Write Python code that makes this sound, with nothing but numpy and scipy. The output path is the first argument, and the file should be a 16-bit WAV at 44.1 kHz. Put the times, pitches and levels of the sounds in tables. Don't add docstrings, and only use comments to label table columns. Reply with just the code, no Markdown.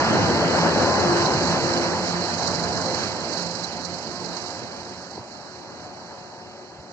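import sys
import numpy as np
from scipy import signal
from scipy.fft import rfft, irfft, next_fast_len
from scipy.io import wavfile
from scipy.ndimage import uniform_filter1d, map_coordinates

SR = 44100
rng = np.random.default_rng(int(sys.argv[2]) if len(sys.argv) > 2 else 0)


def how_loud(loudness_db):
    steps = np.asarray(loudness_db, float) / 20
    return 10 ** steps


def waveform_to_disk(signal):
    frames = np.transpose(np.atleast_2d(signal))
    scaled = np.clip(frames, -1, 1) * 32767
    samples = np.round(scaled).astype(np.int16)
    wavfile.write(sys.argv[1], SR, samples)


N = 305436
TIME = np.arange(N) / SR


def unit(x):
    return x / np.sqrt(np.mean(x ** 2) + 1e-20)


def along(points, hz, axis=1):
    table = np.transpose(points)
    return np.interp(np.log(hz + 1), np.log(table[0] + 1), table[axis])


def curves(rows):
    s, *columns = np.transpose(rows)
    return [np.interp(TIME, s, column) for column in columns]


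def wobble(rate_hz):
    coarse_s = TIME[::64]
    knots = rng.standard_normal(int(N * rate_hz / SR) + 4)
    return np.interp(TIME, coarse_s, map_coordinates(knots, [coarse_s * rate_hz]))


def filtered(x, response):
    size = next_fast_len(N + 8192)
    hz = np.fft.rfftfreq(size, 1 / SR)
    return irfft(rfft(x, size) * response(hz), size)[..., :N]


def band(hz, lo_hz, hi_hz, edge=0.029):
    def rise(at_hz):
        return 0.5 + 0.5 * np.tanh(np.log((hz + 1) / (at_hz + 1)) / edge)
    return np.sqrt(np.clip(rise(lo_hz) - rise(hi_hz), 0, 1))


def rush(patchy_db):
    z = signal.stft(rng.standard_normal(N), nperseg=512)[2]
    field = uniform_filter1d(rng.standard_normal(z.shape), size=5, axis=0)
    field = uniform_filter1d(field, size=8, axis=1)
    return signal.istft(z * how_loud(patchy_db * unit(field)), nperseg=512)[1][:N]


def blows(rows, cycles, grit):
    out = np.zeros(N + SR)
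    u = np.arange(SR // 10) / SR
    for s, peak_db, hz in rows:
        shape = hz * u / cycles * np.exp(1 - hz * u / cycles)
        ring = np.sin(2 * np.pi * hz * u) + grit * rng.standard_normal(len(u))
        out[round(s * SR):][:len(u)] += how_loud(peak_db) * shape * ring
    return out[:N]


def bell(s, half_s):
    return np.exp(-((TIME - s) / half_s) ** 2)


def swells(rows):
    return sum(how_loud(peak_db) * bell(s, half_s) for s, peak_db, half_s in rows)


# (time [s], peak [dB], ring [Hz])
JOINT_BLOWS = [
    (4.107, -36, 300),
    (5.156, -35, 200),
    (5.177, -28, 380),
    (5.178, -30, 750),
    (5.18, -33, 540),
    (5.184, -33, 230),
    (5.19, -36, 110),
    (6.785, -39, 130),
    (6.785, -42, 80),
]


def joint_thumps():
    return filtered(blows(JOINT_BLOWS, cycles=0.8, grit=1.2), lambda hz: band(hz, 60, 1100, edge=0.2))


# (time [s], level [dB])
ROAR_DB = [(0, -23), (.5, -22.5), (.95, -23), (1.13, -22.5), (1.45, -25), (1.74, -26), (1.9, -27),
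           (2.36, -30), (2.55, -29), (3.0, -29.5), (3.15, -32.5), (3.45, -34), (3.65, -35.5), (4.03, -38),
           (4.35, -36.5), (5.3, -42.5), (6.09, -42), (6.93, -46.5)]
ROAR_ALONGSIDE_DB = -24


def roar_db():
    return curves(ROAR_DB)[0]


def rough_tone(hz, db, rough_rad):
    phase = 2 * np.pi * np.cumsum(hz * np.ones(N)) / SR
    return how_loud(db + 1.97 * wobble(14)) * np.sin(phase + rough_rad * wobble(12))


# (time [s], rate [Hz])
MESH_HZ = [(0, 169.3), (1.5, 173.3), (3.4, 174.1), (5.2, 180.4), (6.93, 182.1)]
# (level alongside [dB], share of roar's fall [0-1], beating [dB])
HUM_LEVELS = [
    (-37, 0.82, 3),
    (-38, 0.61, 2.5),
    (-37.5, 0.73, 2),
    (-35, 0.73, 3),
    (-44.5, 0.95, 3.5),
]
# (time [s], peak [dB], half length [s])
MESH_SWELLS = [
    [(.3, -31.5, 0.27), (.67, -25.5, 0.086), (.84, -31, 0.073), (1.14, -26, 0.039), (1.5, -25.5, 0.096),
     (2.15, -32, 0.26), (2.6, -34.5, 0.15), (3.43, -32, .07), (3.91, -39.5, 0.079), (4.26, -42, 0.11),
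     (5.0, -41, .05)],
    [(.2, -32, 0.21), (.67, -31, 0.037), (.84, -26, 0.031), (1.14, -20, 0.083), (1.42, -29.5, 0.21),
     (1.75, -24.5, 0.11), (2.18, -30, 0.028), (2.9, -41, 0.24), (3.4, -44, .08), (4.27, -46, 0.082),
     (4.88, -53, 0.044)],
    [(.45, -40, 0.069), (.83, -26, 0.039), (1.07, -25, 0.034), (1.75, -30, 0.18), (2.89, -31, 0.049),
     (3.45, -40, 0.064), (3.91, -42.5, .07), (4.8, -59, 0.24)],
]
# (time [s], peak [dB], half length [s])
BLADE_SWELLS = [(.23, -41, 0.034), (.92, -25, 0.083), (1.26, -23.5, 0.079), (1.56, -24.5, 0.034),
                (2.75, -38, 0.18), (3.2, -47, .1), (4.186, -40, 0.045), (6.078, -52, 0.049)]
# (frequency [Hz], level re exhaust roar [dB])
FIRING_ORDERS = [(89.5, -7), (118, -14.5)]


def tones():
    mesh_hz, near_db = curves(MESH_HZ)[0], roar_db()
    levels_db = []
    for (db, far, beat_db), rows in zip(HUM_LEVELS, [*MESH_SWELLS, [], BLADE_SWELLS]):
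        steady = how_loud(db + far * (near_db - ROAR_ALONGSIDE_DB) + beat_db * wobble(5))
        levels_db.append(20 * np.log10(steady + swells(rows)))
    *gear_db, fan_db = levels_db
    gears = sum(rough_tone(k * mesh_hz, db - 2.5, rough_rad=0.9 + 0.2 * k)
                for k, db in enumerate(gear_db, start=1))
    fifth = rough_tone(5 * mesh_hz, gear_db[3] - 10, rough_rad=2.44)
    fan = rough_tone(6.03 * mesh_hz, fan_db - 3, rough_rad=1.3)
    orders = sum(rough_tone(hz, near_db - 9 + db, rough_rad=2.1) for hz, db in FIRING_ORDERS)
    return gears + fifth + fan + orders


# (time [s], level [dB])
VALVE_DB = [(0, -32.5), (.58, -30.5), (.75, -31.5), (1.1, -30.5), (1.7, -29.5), (1.9, -31), (2.2, -33),
            (2.5, -31.5), (2.8, -32.5), (3.02, -31), (3.17, -35.5), (3.4, -32.5), (3.5, -35.5), (3.95, -38),
            (4.5, -36.5), (4.7, -41), (5.38, -47), (6.93, -51)]


def valve_fall_db():
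    return curves(VALVE_DB)[0] + 30


# (frequency [Hz], density [dB per Hz])
STEEL_DB = [(3000, -68), (3650, -27), (3900, -6), (4150, 1.5), (5000, -3), (7000, -11), (8000, -17),
            (8250, -30.5), (8900, -32), (9100, -30), (10000, -34), (12200, -46), (13400, -46), (14300, -61)]
CLIFF_HZ = 8200


def fizz():
    top = filtered(rush(patchy_db=2.4), lambda hz: how_loud(along(STEEL_DB, hz)) * (hz > CLIFF_HZ))
    return how_loud(-62.5 + 0.95 * valve_fall_db() + 7.5) * unit(top)


# (time [s], peak [dB], ring [Hz])
VALVE_CLACKS = [(0.152, -28.5, 4630), (0.9512, -20, 4160), (1.0046, -16, 4100), (1.1817, -16, 4040),
                (1.222, -25, 4580), (1.257, -15, 4000), (1.3344, -16, 4230), (1.735, -14, 4100),
                (2.3403, -17, 4300), (2.392, -18, 4140), (2.4316, -18.5, 4300), (2.4748, -7, 4410),
                (2.501, -24, 4180), (2.5457, -16, 4600), (2.592, -19, 4460), (2.637, -14, 4190),
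                (2.672, -33, 4270), (2.894, -45, 4930), (2.9347, -20, 4050), (3.066, -31, 4100),
                (3.3258, -16, 4460), (3.372, -18, 4350), (3.6412, -16, 4060), (3.8479, -13, 3770),
                (4.259, -17.5, 4180), (4.3664, -17, 4290)]


def clatter_db():
    lift = 0.2 * how_loud(-17) * swells([(s, peak_db, 0.016) for s, peak_db, hz in VALVE_CLACKS])
    return 20 * np.log10(how_loud(curves(VALVE_DB)[0]) + lift)


# (time [s], share [0-1])
FIRING_SHARE = [(0, .12), (1, 0.06), (2.1, 0.08), (2.5, 0.18), (3.6, 0.22), (4.7, 0.16), (5.5, 0.08),
                (6.93, 0)]
FIRING_HZ, FIRING_START = 23.1, 0.02


def clatter():
    count = FIRING_HZ * TIME + FIRING_START
    strengths = how_loud(1.1 * rng.standard_normal(int(count[-1]) + 2))
    sizes = strengths[np.floor(count).astype(int) + 1]
    u = count % 1 / 0.1
    burst = unit(sizes * u * np.exp(1 - u))
    share = curves(FIRING_SHARE)[0]
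    gate = np.sqrt(1 - share + share * burst ** 2)
    hiss = rush(patchy_db=1.0) * gate * how_loud(0.82 * wobble(12))
    hiss = filtered(hiss, lambda hz: how_loud(along(STEEL_DB, hz)) * (hz < CLIFF_HZ))
    clacks = blows(VALVE_CLACKS, cycles=9.9, grit=2.9)
    clacks = filtered(clacks, lambda hz: how_loud(along(STEEL_DB, hz)))
    return how_loud(clatter_db() + 4.5) * unit(hiss) + how_loud(-9) * clacks


# (frequency [Hz], density [dB per Hz])
BODY_DB = [(30, -33), (60, -17.5), (90, -7), (160, -3.5), (350, -5.5), (600, -7.5), (900, -7),
           (1050, -15.5), (1700, -17), (2100, -28.5), (3600, -33.5), (5500, -30), (7600, -48), (8200, -110)]
LAYER_EDGES_HZ = [0, 220, 570, 990, 2000, 3700, 9000]
# (time [s], body left-right [dB], dull port treble re bright port [dB])
AIM_DB = [(0.0, -0.5, -18.5), (0.83, 1, -19.5), (1.79, -1, -28), (2.3, -1.5, -32.5), (2.9, -2, -33.5),
          (3.5, -3, -34), (4.42, -3, -36.5), (5.35, 0, -30), (6.93, 1, -28)]


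def dull_treble():
    def response(hz):
        return how_loud(along(BODY_DB, hz)) * band(hz, *LAYER_EDGES_HZ[-2:], edge=0.16)
    faint = filtered(rush(patchy_db=2.0), response)
    return how_loud(clatter_db() + curves(AIM_DB)[1] + 4) * unit(faint)


# (level alongside [dB], share of roar's fall [0-1], share of clatter's fall [0-1])
ROAR_LAYERS = [
    (-32, 1.05, 0.012),
    (-27.5, 1.054, 0.02),
    (-28, 0.95, .01),
    (-31, 1.046, 0.0086),
    (-43.5, 0.73, 0.28),
]
# (time [s], exhaust [dB], casing and rails [dB], half length [s])
POST_SURGES = [(0.056, 2.5, 2, 0.18), (.65, -3, 0.5, .06), (1.33, 3, -1, 0.044), (1.765, 2.5, 4, 0.015),
               (2.75, 0.5, -1.5, 0.26), (3.028, 2.5, 2, 0.1), (4.25, 0.5, -1, .1), (5.9, 2, -0.5, 0.089)]


def roar():
    pair = np.array([rush(patchy_db=0.7), rush(patchy_db=2.5)])
    swell = wobble(4.2)
    fall_db, turn_db = roar_db() - ROAR_ALONGSIDE_DB, valve_fall_db()
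    low_db = sum(low * bell(s, half_s) for s, low, high, half_s in POST_SURGES)
    high_db = sum(high * bell(s, half_s) for s, low, high, half_s in POST_SURGES)
    surges_db = [low_db, 0, 0, high_db, high_db]
    combs_db = [0.28, 0.54, 0.68, 1.86, 7.25]
    edges = zip(LAYER_EDGES_HZ[:-2], LAYER_EDGES_HZ[1:])
    total = 0
    for (db, far, aim), surge_db, comb_db, (lo, hi) in zip(ROAR_LAYERS, surges_db, combs_db, edges):
        layer = filtered(pair, lambda hz: how_loud(along(BODY_DB, hz)) * band(hz, lo, hi))
        level_db = db + far * fall_db + aim * turn_db + surge_db + comb_db
        total = total + how_loud(level_db + 0.3 * swell + 0.95 * wobble(20)) * unit(layer)
    return total


# (frequency [Hz], left-right [dB], left lead [rad], likeness [0-1])
PORT_PAIR = [(60, -3.7, -0.15, 0.92), (130, -4.5, 0.04, 0.87), (300, 1.0, 0.71, 0.91),
             (650, 2.5, -0.35, 0.89), (900, 2.0, 0.22, 0.8), (1000, 0.5, 0.39, 0.61),
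             (1250, -1.7, 0.1, 0.66), (1420, -3.2, 0.66, 0.3), (1720, -2.0, 1.46, 0.9),
             (2000, -1.7, 1.99, 0.57), (2550, -1.2, 2.1, 0.86), (2950, -1.6, 2.48, 0.68),
             (3400, -0.4, 3.11, 0.95), (3650, -0.7, 3.13, 0.91)]


def ports(direct, scattered):
    def spread(hz):
        return np.arccos(np.clip(along(PORT_PAIR, hz, axis=3), 0, 1)) / 2

    def skew(hz):
        return how_loud(along(PORT_PAIR, hz) / 2) * np.exp(0.5j * along(PORT_PAIR, hz, axis=2))
    same = filtered(direct, lambda hz: np.cos(spread(hz)) * [skew(hz), 1 / skew(hz)])
    return same + filtered(scattered, lambda hz: np.sin(spread(hz)) * [skew(hz), -1 / skew(hz)])


def scene():
    direct, scattered = roar()
    swing_db = curves(AIM_DB)[0] / 2
    body = ports(direct + tones() + joint_thumps(), scattered) * how_loud([swing_db, -swing_db])
    return body + [dull_treble(), clatter() + fizz()]


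def patch_power(z, bins):
    power = uniform_filter1d(abs(z) ** 2, size=bins, axis=-2)
    return uniform_filter1d(power, size=3, axis=-1) + 1e-20


# (frequency [Hz], left share [0-1], right share [0-1])
LOST_SHARE = [(3300, 0, 0), (4500, .2, 0), (6500, .5, 0), (8000, .7, .03), (8250, 1, .75), (9000, 1, .8),
              (9150, 1, .45), (10500, 1, .6), (11500, 1, .78), (14300, 1, .9)]


def lose_weak_patches(x):
    hz, s, z = signal.stft(x, SR, nperseg=1024)
    mid, side = (z[0] + z[1]) / 2, (z[0] - z[1]) / 2
    masked_db = -7 + 1.6 * np.minimum(np.interp(s, TIME, curves(AIM_DB)[0]), 0)
    mid = mid * (patch_power(mid, 6) > patch_power(side, 6) * how_loud(2 * masked_db))
    z = np.array([mid + side, mid - side])
    power = patch_power(z, 2)
    margin = power / uniform_filter1d(power, size=40, axis=2)
    rank = margin.argsort(axis=2).argsort(axis=2) / margin.shape[2]
    share = np.array([along(LOST_SHARE, hz, axis=1), along(LOST_SHARE, hz, axis=2)])
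    return signal.istft(z * (rank >= share[..., None]), SR, nperseg=1024)[1][:, :N]


def top_cut(x):
    return signal.sosfilt(signal.butter(12, 14230, fs=SR, output="sos"), x)


def record(dry):
    mix = lose_weak_patches(dry)
    return top_cut(mix)


dry = scene()
out = record(dry)
waveform_to_disk(out)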